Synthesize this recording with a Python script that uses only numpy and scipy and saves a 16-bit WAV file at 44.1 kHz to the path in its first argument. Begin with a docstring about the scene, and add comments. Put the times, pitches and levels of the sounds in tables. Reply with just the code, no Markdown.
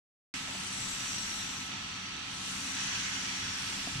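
"""Workshop machines cut in abruptly: a steady roar, the hum of motors and one motor's thin whine.
With them a jet of compressed air hisses, its turbulence coloured by fixed resonances and a drifting whistle.
The jet fades in the middle and returns with a lower, broader rush of air.
Fingers scuff the camera that carries the two microphones; near the end the hand knocks and bumps it."""
import sys
import numpy as np
from scipy import signal
from scipy.fft import rfft, irfft
from scipy.io import wavfile
from scipy.ndimage import uniform_filter1d

SR = 44100
rng = np.random.default_rng(int(sys.argv[2]) if len(sys.argv) > 2 else 0)


def generate_wav(signal):
    """Clip the signal to [-1, 1] and save it as 16-bit WAV at the path in sys.argv[1]."""
    frames = np.transpose(np.atleast_2d(signal))
    scaled = np.clip(frames, -1, 1) * 32767
    pcm = np.round(scaled).astype(np.int16)
    wavfile.write(sys.argv[1], SR, pcm)


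N = 176400
TIME = np.arange(N) / SR


def amp(db):
    """Amplitude grows tenfold for every 20 dB."""
    return 10 ** (np.asarray(db) / 20)


def unit(x):
    """Normalisation to an rms of 1."""
    return x / np.sqrt(np.mean(abs(x) ** 2) + 1e-20)


def over_hz(table, hz, column=1):
    """Interpolation of one table column on a logarithmic frequency axis."""
    table = np.array(table)
    return np.interp(np.log(hz + 1), np.log(table[:, 0] + 1), table[:, column])


def envelope(curve):
    """Exponential growth and decay: gain along straight lines in dB between (seconds, dB) points."""
    return amp(np.interp(TIME, *np.transpose(curve)))


def band(hz, width_hz):
    """Noise through a Gaussian passband; centred on zero it is a random drift."""
    bins_hz = np.fft.rfftfreq(N, 1 / SR)
    passband = np.exp(-2 * ((bins_hz - hz) / width_hz) ** 2)
    return unit(irfft(rfft(rng.standard_normal(N)) * passband, N))


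def blotches(shape, bins, frames):
    """A moving average correlates a random field over neighbouring bins and frames."""
    slow = uniform_filter1d(rng.standard_normal(shape), frames, axis=-1, mode="wrap")
    return unit(uniform_filter1d(slow, bins, axis=-2))


# The diffuse field at the two microphones. Each row: frequency in Hz, correlation coefficient.
MIC_CORRELATION = [(100, 1), (210, 0.95), (280, 0.8), (370, 0.13), (480, -0.61), (640, -0.63), (820, 0.12),
                   (1000, 0.052), (1400, 0.37), (2300, -0.29), (3200, 0.15), (5000, -0.051)]
# Comb pattern of the room's reflections. Each row: frequency in Hz, relative depth.
REFLECTION_DEPTH = [(250, 0), (700, 0.42), (3000, 0.93), (6000, 1.38), (12000, 0.6)]


def room_noise(spectrum, ripple_db, patchy_db, flutter_db, peaks=(), lobes_db=0):
    """Diffuse stereo noise; shifting random ripples stand for the interference of reflections."""
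    hz, _, noise = signal.stft(rng.standard_normal((2, N)), SR, nperseg=2048, noverlap=1536)
    correlation = np.clip(over_hz(MIC_CORRELATION, hz), -1, 1)[:, None]
    noise[1] = correlation * noise[0] + np.sqrt(1 - correlation ** 2) * noise[1]
    db = np.array([over_hz(spectrum, hz, column=1), over_hz(spectrum, hz, column=2)])
    for centre_hz, width_hz, lift_db in peaks:
        db = db + lift_db / (1 + (2 * (hz - centre_hz) / width_hz) ** 2)  # Lorentzian resonance
    ripples = ripple_db * blotches(noise.shape, bins=3, frames=70)
    lobes = lobes_db * blotches(noise.shape, bins=14, frames=40)
    patches = patchy_db * blotches(noise.shape[1:], bins=26, frames=7)  # brief, alike on both sides
    comb = (ripples + lobes) * over_hz(REFLECTION_DEPTH, hz)[:, None]
    shaped = noise * amp(db[:, :, None] + comb + patches)
    sound = signal.istft(shaped, SR, nperseg=2048, noverlap=1536)[1][:, :N]
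    return sound * np.sqrt(SR / 2) * amp(flutter_db * band(0, width_hz=230))


# Spectrum of the machines' roar. Each row: frequency in Hz, left and right relative density in dB.
ROAR_SPECTRUM = [(15, -96, -95), (40, -80.5, -81.5), (112, -74.6, -76), (252, -76, -74),
                 (327, -80.5, -80.5), (520, -85, -90.5), (673, -83, -84.5), (870, -77.5, -79),
                 (1610, -79.5, -78.5), (2760, -79.5, -72), (4640, -78, -79), (4960, -85.5, -88),
                 (5720, -77.5, -88), (6960, -87, -96.2), (8130, -87, -103.9), (10200, -101.8, -114.0),
                 (15500, -120.3, -121.5)]
# Bands of machine hum. Each row: centre in Hz, level in dB, width in Hz.
HUM_BANDS = [(37, -71, 4.5), (130, -65.5, 5.6), (204, -61.5, 6.5), (518, -81, 4.8), (572, -76.5, 2.3),
             (668, -78.5, 3), (1720, -64, 23), (1934, -72, 33), (3425, -61, 35)]
# Tones of the motors. Each row: frequency in Hz, relative level in dB.
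MOTOR_TONES = [(95.5, -63), (189.5, -57), (258.4, -62), (270, -61)]
# Envelope of those tones. Each row: time in seconds, gain in dB.
MOTOR_ENVELOPE = [(.4, 0), (1.1, -2), (2.2, -1.5), (2.6, 1.5), (4.0, 2)]


def machines(wander_hz=0.72, waver_db=2.5):
    """Periodic rotation gives motor tones, heard over narrowband hum and a broadband roar."""
    hum = sum(amp(db) * band(hz, width_hz) for hz, db, width_hz in HUM_BANDS)
    for hz, db in MOTOR_TONES:
        cycles = np.cumsum(hz + wander_hz * band(0, width_hz=3)) / SR + rng.random()
        gain = envelope(MOTOR_ENVELOPE) * amp(db + waver_db * band(0, width_hz=11))
        hum = hum + np.sqrt(2) * gain * np.sin(2 * np.pi * cycles)
    roar = room_noise(ROAR_SPECTRUM, ripple_db=0.9, patchy_db=0.77, flutter_db=0.35)
    return amp(-.5) * roar + hum


def motor_whine(hz=1306.5, db=-55.5, wander_hz=1.1, waver_db=0.8):
    """A fast motor's tone, slightly modulated in frequency and, at each microphone, in amplitude."""
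    cycles = np.cumsum(hz + wander_hz * band(0, width_hz=8.7)) / SR
    waver = np.array([band(0, width_hz=2.9) for _ in range(2)])
    return np.sqrt(2) * amp(db + waver_db * waver) * np.sin(2 * np.pi * cycles)


# Spectrum of the jet's hiss. Each row: frequency in Hz, left and right relative density in dB.
JET_SPECTRUM = [(2960, -87.5, -85), (4560, -79.5, -79), (5160, -84.5, -80), (6400, -77, -88),
                (7960, -74, -89.6), (8500, -80.5, -96), (9500, -84, -102.5), (11050, -94.5, -109.1),
                (13100, -96, -110.9), (13900, -101.8, -117.1), (15600, -103.6, -116.7)]
# Fixed resonances of the jet. Each row: centre in Hz, width in Hz, gain in dB.
JET_RESONANCES = [(5780, 530, 6), (6800, 150, -1.5), (7630, 300, 2), (9150, 310, 6.5), (10460, 380, 4),
                  (11600, 380, 9), (12710, 410, 6)]
# Thin whistles in the jet. Each row: frequency in Hz, relative level in dB.
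JET_WHISTLES = [(5209, -70), (5656, -72), (5760, -60), (6700, -53), (7284, -59), (7446, -62)]
# Loudness of the air flow. Each row: time in seconds, gain in dB.
JET_ENVELOPE = [(0.34, -3.5), (0.45, -6.5), (0.62, -4), (0.85, 1), (1.15, 0.5), (1.42, -1), (1.6, -5),
                (1.8, -14.5), (2.22, -17.5), (2.35, -7.5), (2.48, -1.2), (2.65, 0.2), (2.9, -3.5),
                (3.2, -6), (3.48, -6.5), (3.68, -1.5), (3.9, -3), (4.0, -7)]


def air_jet():
    """Turbulence radiates a hiss, shaped by resonances; hiss and thin whistles follow the flow."""
    hiss = room_noise(JET_SPECTRUM, ripple_db=3.0, patchy_db=1.5, flutter_db=0.36,
                      peaks=JET_RESONANCES, lobes_db=1.68)
    whistles = np.array([sum(amp(db) * band(hz, width_hz=16) for hz, db in JET_WHISTLES)
                         for _ in range(2)])
    whistles[1] *= amp(-12)  # weaker on the right
    return envelope(JET_ENVELOPE) * (amp(-2.5) * hiss + whistles)


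# The jet's strongest resonance. Each row: time in seconds, centre in Hz, left level in dB.
RESONANCE_PATH = [(.34, 5970, -60), (.95, 5940, -49), (1.13, 5830, -41), (1.36, 5730, -43.5),
                  (1.55, 5830, -47), (2.25, 5860, -57), (2.7, 5900, -44.5), (3.101, 5855, -48),
                  (3.451, 5650, -44.5), (4.0, 5660, -49)]


def jet_resonance(width_hz=280):
    """Turbulence excites a drifting resonance: narrowband noise, heard as a fuzzy whistle."""
    seconds, hz, db = np.transpose(RESONANCE_PATH)
    phase = 2 * np.pi * np.cumsum(np.interp(TIME, seconds, hz)) / SR
    whistle = np.array([band(0, width_hz) * np.cos(phase) + band(0, width_hz) * np.sin(phase)
                        for _ in range(2)])
    whistle[1] *= amp(-3)  # weaker on the right
    return whistle * amp(np.interp(TIME, seconds, db))


# Spectrum of the rush of air. Each row: frequency in Hz, left and right relative density in dB.
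RUSH_SPECTRUM = [(700, -87.5, -91.0), (1090, -80.5, -89), (1620, -76.5, -71.5), (2800, -78, -71.5),
                 (4330, -79.5, -77), (5630, -75, -82.5), (6640, -75.5, -82), (8400, -82, -103),
                 (11100, -100.1, -113.1)]
# Envelope of the rush. Each row: time in seconds, gain in dB.
RUSH_ENVELOPE = [(0.34, -2), (0.42, -9.5), (0.7, -9.5), (1.15, -7), (1.6, -12.5), (2.2, -17.5), (2.6, -10),
                 (2.8, 0.5), (2.98, 1.2), (3.3, -1.1), (3.6, -2), (3.8, -4), (4.0, -3.5)]


def air_rush(cutoff_hz=10400):
    """Broadband turbulence, lower than the jet and low-pass filtered, that swells late."""
    blast = room_noise(RUSH_SPECTRUM, ripple_db=3.0, patchy_db=1.0, flutter_db=0.0, lobes_db=0.9)
    lowpass = signal.butter(2, cutoff_hz, fs=SR, output="sos")
    return envelope(RUSH_ENVELOPE) * amp(-0.7) * signal.sosfilt(lowpass, blast)


# Scuffs of the fingers. Each row: midpoint in seconds, length in seconds, level at the midpoint in dB.
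FINGER_SCUFFS = [(0.493, 0.061, -52), (0.55, 0.036, -51)]


def finger_scuffs():
    """Sliding friction makes soft bursts of noise, each under a Gaussian envelope."""
    return sum(amp(db) * np.exp(-(2 * (TIME - middle) / length) ** 2) * band(hz=786, width_hz=400)
               for middle, length, db in FINGER_SCUFFS)


def struck_mode(start, db, hz, decay_s, rise_s):
    """A damped oscillator: after a brief rise its vibration decays exponentially."""
    age = np.maximum(TIME - start, 0)
    attack = 1 - np.exp(-age / rise_s)
    return amp(db) * attack * np.exp(-age / decay_s) * np.sin(2 * np.pi * hz * age)


# Modes of the camera body. Each row: frequency in Hz, gain in dB, decay time in seconds.
BODY_MODES = [(256, -32.5, .008), (710, -31.5, .004), (1000, -35, .0012)]
# Dull bumps of the hand. Each row: start in seconds, gain in dB.
HAND_BUMPS = [(3.9546, -26.5), (3.9838, -26)]


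def hand_impacts(knock_s=3.8725):
    """Impacts excite damped modes of the camera body: one light knock, then two dull bumps."""
    knock = sum(struck_mode(knock_s, db, hz, decay_s, rise_s=0.00035) for hz, db, decay_s in BODY_MODES)
    bumps = sum(struck_mode(start, db, hz=137, decay_s=0.0088, rise_s=0.003) for start, db in HAND_BUMPS)
    return knock + bumps


def scene():
    """Superposition: the pressures of all sources add at the two microphones."""
    workshop = machines() + motor_whine() + air_jet() + jet_resonance() + air_rush()
    return workshop + finger_scuffs() + hand_impacts()


def record(dry, start_s=.339, cutoff_hz=15680):
    """Gating and band limiting: the sound opens within a millisecond and loses its highest treble."""
    gate = np.clip((TIME - start_s) * 1000, 0, 1)
    lowpass = signal.firwin(511, cutoff_hz, window=("kaiser", 9), fs=SR)
    return signal.oaconvolve(dry * gate, lowpass[None], "same")


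dry = scene()
out = record(dry)
generate_wav(out)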